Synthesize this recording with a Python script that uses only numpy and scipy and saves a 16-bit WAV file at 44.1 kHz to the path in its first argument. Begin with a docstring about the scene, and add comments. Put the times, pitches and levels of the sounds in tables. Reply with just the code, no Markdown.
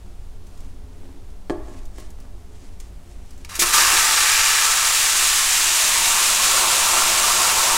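"""A low rumble fills a tiled shower stall. A folded cardboard pot rustles, knocks down on the floor
and is let go. The shower head is picked up with small ticks and rubs. It drips, spits, then sprays
into the pot: drops splash and drum on the card, and bubbles take over as the water deepens.
The tiles echo throughout, and a close mono microphone turns its gain down under the spray."""
import sys
import numpy as np
from scipy import signal
from scipy.fft import rfft, irfft
from scipy.io import wavfile
from scipy.ndimage import uniform_filter1d

SR = 44100
rng = np.random.default_rng(int(sys.argv[2]) if len(sys.argv) > 2 else 0)


def persist_wave(psi):
    """Save psi, clipped to +-1, as 16-bit WAV."""
    counts = np.round(np.clip(psi, -1, 1) * 32767).astype(np.int16)
    wavfile.write(sys.argv[1], SR, np.atleast_2d(counts).T)


N = 342657
TIME = np.arange(N) / SR


def undb(db):
    """Turn decibels into a number to multiply by."""
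    return 10 ** (np.asarray(db) / 20)


def unit(x):
    """Scale a sound to an average (rms) level of 1."""
    return x / np.sqrt(np.mean(x ** 2))


def at_pitch(points, hz):
    """Read between (pitch_hz, value) points, with every octave equally wide."""
    pitches, values = np.transpose(points)
    return np.interp(np.log(np.maximum(hz, 1)), np.log(pitches), values)


def convolve(x, response):
    """Let every sample of x set off its own copy of the response."""
    return signal.fftconvolve(x, response)[:N]


def colour(points, size=16384):
    """A click of energy 1 with the tone of (pitch_hz, level_db) points, for use as a filter."""
    cepstrum = irfft(np.log(undb(at_pitch(points, np.fft.rfftfreq(size, 1 / SR)))))
    # fold the second half onto the first, so nothing sounds before the click starts
    cepstrum[1:size // 2] *= 2
    cepstrum[size // 2 + 1:] = 0
    response = irfft(np.exp(rfft(cepstrum)))
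    return response / np.linalg.norm(response)


def resonate(x, peaks):
    """Make a sound ring at each (pitch_hz, width_hz, level_db) peak."""
    return sum(undb(db) * signal.lfilter(*signal.iirpeak(hz, hz / width, fs=SR), x)
               for hz, width, db in peaks)


def wander(rate_hz):
    """A smooth random drift, mostly between -1 and 1."""
    hold = int(SR / rate_hz)
    steps = np.repeat(rng.standard_normal(N // hold + 1), hold)
    return 1.2 * uniform_filter1d(steps, hold)[:N]


def impacts(per_s, spread_db):
    """Tiny clicks of unequal size at random times."""
    hit = rng.random(N) < per_s / SR
    size = undb(spread_db * np.clip(rng.standard_normal(N), -3, 3))
    return unit(hit * size * rng.choice([-1, 1], N))


def swell(start_s, length_s, rise_s, fade_s):
    """A level that rises, holds until its length is over and dies away."""
    age = TIME - start_s
    return np.clip(age / rise_s, 0, 1) * np.exp(-np.maximum(age - length_s, 0) / fade_s)


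# tone of the background rumble: pitch_hz, level_db
RUMBLE_TONE = [(4, -2), (15, -1), (22, -2.5), (33, -14), (49, -8), (68, -15.5), (90, -20), (125, -30.5),
               (220, -39), (400, -43.5), (800, -42.5), (1600, -51.5), (4000, -53), (9000, -55),
               (16000, -65)]
# notes of the air between the walls (standing waves): pitch_hz, width_hz, level_db
STALL_NOTES = [(87, 3.4, 5), (181.4, 26, -10.5), (256.5, 7.8, -9.5), (346.7, 9.5, -10.5), (421, 2.2, -9),
               (586, 3.6, -15), (695, 13, -23)]

def room_tone(rumble_db=-33, hum_db=-48):
    """A deep, unsteady rumble with faint hiss, and the hum of the air in the stall."""
    rumble = convolve(rng.standard_normal(N), colour(RUMBLE_TONE)) * undb(rumble_db + 0.55 * wander(8.9))
    hum = unit(resonate(rng.standard_normal(N), STALL_NOTES))
    return rumble + undb(hum_db) * hum


# time the echoes take to fade by 60 dB: pitch_hz, ring_s
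ECHO_FADE = [(150, 1), (400, 0.44), (1000, 0.99), (2800, 0.53), (7300, 0.3), (15000, 0.093)]
# tone of the echoes: pitch_hz, level_db
ECHO_TONE = [(130, -5.5), (350, 1.5), (800, 5.5), (2000, 2), (6000, -1.5), (16000, 5.5)]

def tile_echoes(sound, gap_s=0.004):
    """Sound bounces between the tiled walls in a blur of echoes; the treble dies first."""
    t, tail = TIME[:SR], 0
    spectrum = rfft(rng.standard_normal(SR))
    pitches = np.maximum(np.fft.rfftfreq(SR, 1 / SR), 1)
    for hz in 125 * 2 ** np.arange(8):
        octave = irfft(spectrum * np.maximum(1 - np.abs(np.log2(pitches / hz)), 0))
        tail = tail + octave * undb(-60 * t / at_pitch(ECHO_FADE, hz))
    tail = tail * (t > gap_s)
    echoes = convolve(sound, tail / np.linalg.norm(tail))
    return convolve(echoes, colour(ECHO_TONE))


# tone of rubbing: pitch_hz, level_db
RUB_TONE = [(200, -46), (700, -28), (1800, 10), (4000, 6), (7500, 9), (11000, -1), (16000, -28)]
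# the pot is carried, slid and let go, then the hose is drawn up: start_s, length_s, rub_db, flex_db
STROKES = [(.4, 0.34, -65, -55), (.55, 0.43, -72, -57), (0.866, 0.39, -72, -49), (1.625, .22, -50.5, -46.5),
           (1.93, 0.15, -48.5, -48), (2.173, 0.099, -64, -47), (2.477, 0.3, -56, -56),
           (2.788, 0.11, -53, -71), (3.036, 0.69, -57, -57)]

def handling(level_db=-2, catch_db=2.5):
    """Rubbing is many tiny slips that catch now and then; flexing card drones on its low notes."""
    rub = convolve(impacts(per_s=3000, spread_db=3), colour(RUB_TONE)) * undb(catch_db * wander(40))
    flex_notes = [(269, 20, 13), (342, 8.4, 4), (396, 11, 2), (800, 390, -17)]
    flex = unit(resonate(impacts(per_s=390, spread_db=5.5), flex_notes))
    out = np.zeros(N)
    for start, length, rub_db, flex_db in STROKES:
        speed = np.sin(np.pi * np.clip((TIME - start) / length, 0, 1))  # speeds up, then slows
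        out += speed ** 0.66 * (undb(rub_db) * rub + undb(flex_db) * flex)
    return undb(level_db) * out


# small ticks: start_s, level_db, body_db (added to level_db for the duller part)
TICK_TIMES = [(.468, -43, -14), (.575, -44, -12), (.605, -40, -17), (.646, -49, -6), (1.303, -47, -10),
              (1.854, -38.5, -10), (1.982, -40, -3), (1.998, -39, -1), (2.104, -40, -11), (2.202, -41, -8),
              (2.801, -30.5, -27), (3.307, -40, -8), (3.332, -49.5, -12), (3.378, -41, -18)]
# tone of a tick's bright part: pitch_hz, level_db
TICK_TONE = [(200, -3), (1500, -8.5), (4000, -5), (7300, 0), (10500, -6.5), (16000, -15)]

def ticks(fade_s=0.0071, bright_db=-8, dull_db=-9):
    """The card and the shower head give brief crackles, each with a duller body."""
    t, crack, body = TIME[:SR // 10], np.zeros(N), np.zeros(N)
    for start, db, body_db in TICK_TIMES:
        burst = undb(db) * rng.standard_normal(len(t)) * np.exp(-t / fade_s)
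        i = int(start * SR)
        crack[i:i + len(t)] += burst
        body[i:i + len(t)] += burst * undb(body_db)
    dull = colour([(160, -36), (550, -16), (1700, -16), (2400, -7), (6000, -1)])
    return undb(bright_db) * convolve(crack, colour(TICK_TONE)) + undb(dull_db) * convolve(body, dull)


# the pot meets the floor, settles and is let go: start_s, level_db, contact_s
POT_KNOCKS = [(1.498, -10, 0.00049), (1.5048, -1, 0.0025), (1.683, -26, 0.00082), (1.745, -31, 0.00059),
              (1.984, -25.5, 0.00031), (1.997, -40, 0.00096)]
# the first lumps of water thump the dry bottom: start_s, level_db
WATER_THUMPS = [(3.59, -16), (3.621, -10.5), (3.82, -16), (3.933, -12)]
# notes of the struck pot: pitch_hz, level_db, ring_s (time to fade by 60 dB)
POT_NOTES = [(189.6, -23.5, 0.44), (308, -18, 0.11), (337, -1.5, 0.06), (346, -3, 0.24), (396, -10.5, .2),
             (477, -2.5, 0.038), (616, -13.5, 0.3), (670, -11, 0.037), (715, -23, 0.046), (830, -10, 0.028),
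             (1070, -10, 0.068), (1180, -25, 0.052), (1666, -5, 0.064), (3130, -7, 0.025)]
# tone of loose card slapping: pitch_hz, level_db
SLAP_TONE = [(100, -31), (200, -9), (350, -3), (700, -25), (1200, -7), (2000, -26), (3400, -14), (9000, -7),
             (16000, -32)]

def knocks(ring_db=-13, water_contact_s=0.0025, slap_db=-23, slap_s=0.015):
    """Each blow rings the pot and slaps its loose card; a longer contact sounds duller."""
    t, pushes = TIME[:SR], np.zeros(N)
    ring = sum(undb(db - 60 * t / ring_s) * np.cos(2 * np.pi * hz * t) for hz, db, ring_s in POT_NOTES)
    slap = convolve(rng.standard_normal(SR) * np.exp(-t / slap_s), colour(SLAP_TONE))
    thumps = [(start, db, water_contact_s) for start, db in WATER_THUMPS]
    for start, db, contact_s in POT_KNOCKS + thumps:
        push = np.exp(-2 * np.pi * t[:SR // 10] / contact_s)
        i = int(start * SR)
        pushes[i:i + len(push)] += undb(db) * push / push.sum()
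    return undb(ring_db) * convolve(pushes, ring) + undb(slap_db) * convolve(pushes, slap)


# lone fat drops ahead of the spray: start_s, level_db
DRIPS = [(3.448, -28.5), (3.495, -37), (3.504, -46), (3.542, -27), (3.554, -22)]

def drips(splat_s=0.0053, bright_db=-7, spatter_db=-15):
    """Each drop flattens on the dry card and rings the same notes as the spray below."""
    t, splats = TIME[:SR // 20], np.zeros(N)
    for start, db in DRIPS:
        i = int(start * SR)
        splats[i:i + len(t)] += undb(db) * rng.standard_normal(len(t)) * np.exp(-t / splat_s)
    card = resonate(splats, BOTTOM_NOTES) + undb(bright_db) * resonate(splats, DRY_NOTES)
    return card + undb(spatter_db) * convolve(splats, colour(SPLASH_TONE))


FIRST_SPURT_S, STEADY_FLOW_S, FLOW_RISE_S = 3.488, 3.722, 0.019

def depth(fill_s=3.365):
    """The pool deepens steadily from 0 (dry) to 1 (as deep as the jets reach)."""
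    return np.clip((TIME - STEADY_FLOW_S) / fill_s, 0, 1)


def covered(halfway_s=4.89, spread_s=0.19):
    """How much of the pot's bottom lies under water, from 0 to 1."""
    return 0.5 + 0.5 * np.tanh((TIME - halfway_s) / (2 * spread_s))


# how loud a bubble of each pitch is: pitch_hz, level_db
BUBBLE_LEVELS = [(400, -24), (630, -7.5), (780, -5), (950, 1), (1250, -2.5), (1600, -3), (3000, -15)]

def bubbles(count=4500, cycles=14, glide=0.11, spread_db=2, shallow_hz=878, deep_hz=454):
    """Trapped air rings briefly and rises in pitch; deeper water holds larger, lower bubbles."""
    out = np.zeros(N + SR)
    lowest_hz = shallow_hz * (deep_hz / shallow_hz) ** depth()
    for when, smallness, strength in rng.random((count, 3)):
        i = int((FIRST_SPURT_S + when * (TIME[-1] - FIRST_SPURT_S)) * SR)
        hz = lowest_hz[i] * 4.17 ** smallness  # up to about two octaves higher
        t = np.arange(int(SR * 2 * cycles / hz)) / SR
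        age = t * hz / cycles
        level_db = at_pitch(BUBBLE_LEVELS, hz) + spread_db * min(-np.log(1 - strength), 3)
        chirp = np.sin(2 * np.pi * hz * t * (1 + glide * age / 2))
        out[i:i + len(t)] += undb(level_db) * np.exp(-np.pi * age) * chirp
    return out[:N] / np.std(out[int(FIRST_SPURT_S * SR):N])


# notes of the air in and around the pot: pitch_hz, width_hz, level_db
HOLLOW_NOTES = [(195, 17, 2.5), (242, 19, -1.5), (348, 17, 5.5), (411, 34, 0.5), (518, 45, -4.5),
                (647, 190, -5.5), (948, 87, -0.5), (1090, 72, 0.5), (1178, 51, 3.5), (1340, 100, 3)]

def bubbling(drops, level_db=2, foam_db=-13.5, shallow_db=-28.5, deep_db=-8.5):
    """The jets whip the first film of water into foam, then stir up more bubbles as the pool deepens."""
    churn = convolve(drops, colour([(60, 10), (180, -12.5), (400, -0.5), (1000, 2.5), (3000, -22)]))
    froth = bubbles() + 0.44 * churn
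    in_pot = 0.6 * froth + 1.33 * resonate(froth, HOLLOW_NOTES)
    foam = undb(foam_db) * swell(FIRST_SPURT_S, length_s=0.5, rise_s=FLOW_RISE_S, fade_s=0.16)
    pool = undb(shallow_db + (deep_db - shallow_db) * depth())
    surges = undb(level_db + 0.69 * wander(6.8))  # air is dragged under unevenly
    return in_pot * np.hypot(foam, pool) * surges


# tone of drummed card: pitch_hz, level_db
CARD_TONE = [(100, -3.5), (300, -30), (600, -34.5), (1000, -1), (1600, 5), (2600, -10.5), (4000, 4),
             (8000, -19.5)]
# notes of the pot's bottom: pitch_hz, width_hz, level_db
BOTTOM_NOTES = [(511, 27, -4.5), (946, 37, 5), (1208, 43, 2.5), (1313, 87, 3), (1785, 270, -2),
                (2360, 470, -1), (2700, 72, -2.5), (4690, 550, 1), (5500, 370, 2.5)]
# the pitch favoured as the jets move over the bottom: time_s, pitch_hz
SPOT_PITCH = [(3.78, 1760), (3.97, 1700), (4.1, 1430), (4.33, 2340), (4.52, 2150), (4.7, 1320), (5.1, 1700),
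              (6, 2440)]

def drumming(card_db=-3, bottom_db=3, favour_db=8.5, reach_octaves=0.6, level_db=-1, cushion_db=-8.5):
    """Heavy drops beat the card, favouring notes that suit the spot hit, until water cushions them."""
    blows = impacts(per_s=2600, spread_db=3)
    spot_hz, bottom = np.interp(TIME, *np.transpose(SPOT_PITCH)), 0
    for hz, width, db in BOTTOM_NOTES:
        nearness = np.exp(-(np.log2(hz / spot_hz) / reach_octaves) ** 2)
        bottom = bottom + undb(favour_db * nearness) * resonate(blows, [(hz, width, db)])
    drum = undb(card_db) * convolve(blows, colour(CARD_TONE)) + undb(bottom_db) * unit(bottom)
    return drum * undb(level_db + cushion_db * covered() + 0.43 * wander(22))


# tone of splashing drops: pitch_hz, level_db
SPLASH_TONE = [(100, -36), (300, -39.5), (600, -17), (1200, -10), (2500, -3.5), (4000, -3.5), (5700, -5.5),
               (7300, -0.5), (9800, -5), (11500, -10.5), (14000, -14), (16000, -18.5)]
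# bright bands that come and go as the jets move: pitch_hz, width_hz, level_db
SHEEN_BANDS = [(2830, 240, 4), (3900, 540, 0.5), (5760, 1500, 7), (6730, 990, 1)]
# higher notes of the bottom while it is dry: pitch_hz, width_hz, level_db
DRY_NOTES = [(2400, 180, 7), (3900, 76, 14), (6660, 100, 7), (7400, 190, -5), (8750, 440, -10)]
# tone of jets bursting into mist on bare card: pitch_hz, level_db
MIST_TONE = [(2000, -21), (6000, -3), (9500, 1), (16000, -12)]

def splashing(drops, splash_db=4.5, sheen_db=-2, dry_db=6, wetting_s=0.053, mist_db=4, mist_s=0.21):
    """Fine drops hiss as they land; the dry ring and the mist die away as the card gets wet."""
    level = undb(splash_db + 0.73 * covered() + 0.27 * wander(11))  # a little louder on water
    splash = level * convolve(drops, colour(SPLASH_TONE))
    patter = impacts(per_s=4000, spread_db=1.5)
    sheen = unit(sum(undb(0.73 * wander(2.37)) * resonate(patter, [band]) for band in SHEEN_BANDS))
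    wet_for_s = np.maximum(TIME - FIRST_SPURT_S, 0)
    dry_ring = np.exp(-wet_for_s / wetting_s) * unit(resonate(drops, DRY_NOTES))
    mist = np.exp(-wet_for_s / mist_s) * convolve(drops, colour(MIST_TONE))
    return splash + undb(sheen_db) * sheen + undb(dry_db) * dry_ring + undb(mist_db) * mist


# spurts of fine and heavy drops, compared with the steady flow: start_s, length_s, fine_db, heavy_db
HOSE_SPURTS = [(3.488, 0.092, -35.5, -25), (3.549, 0.0055, -19, -20.5), (3.59, 0.032, -6, -24),
               (3.617, 0.011, -7, -1.5), (3.651, 0.078, -8.5, -9.5), (3.682, .01, -15, -20)]

def shower(level_db=-17.5, surge_db=0.2, surge_s=0.12):
    """Air in the hose makes the water spit; then pent-up pressure opens the flow with a slight surge."""
    age = TIME - STEADY_FLOW_S
    surge = undb(surge_db * np.exp(-np.maximum(age, 0) / surge_s))
    fine = heavy = np.clip(age / FLOW_RISE_S, 0, 1) * surge
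    for start, length, fine_db, heavy_db in HOSE_SPURTS:
        spurt = swell(start, length, rise_s=0.0065, fade_s=0.026)
        fine = np.hypot(fine, undb(fine_db) * spurt)
        heavy = np.hypot(heavy, undb(heavy_db) * spurt)
    level = undb(level_db + 0.43 * wander(30))
    drops = impacts(per_s=11000, spread_db=3.5)
    return level * (fine * splashing(drops) + heavy * (drumming() + bubbling(drops)))


def scene(echo_db=-10):
    """Pot and water close by, with their echoes and the rumble, the same left and right."""
    direct = handling() + ticks() + knocks() + drips() + shower()
    return np.tile(direct + undb(echo_db) * tile_echoes(direct) + room_tone(), (2, 1))


def record(dry, loud_db=-23, settle_s=0.18, squeeze=0.49, top_hz=15750):
    """Automatic gain eases down as the sound gets loud, and the highest treble is cut."""
    step = 1 / (settle_s * SR)
    power = signal.lfilter([step], [1, step - 1], dry.mean(axis=0) ** 2)  # running average
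    gain = (1 + power / undb(loud_db) ** 2) ** (-squeeze / 2)
    treble_cut = signal.ellip(10, 0.2, 70, top_hz, fs=SR, output="sos")
    return signal.sosfilt(treble_cut, dry * gain)


dry = scene()
out = record(dry)
persist_wave(out)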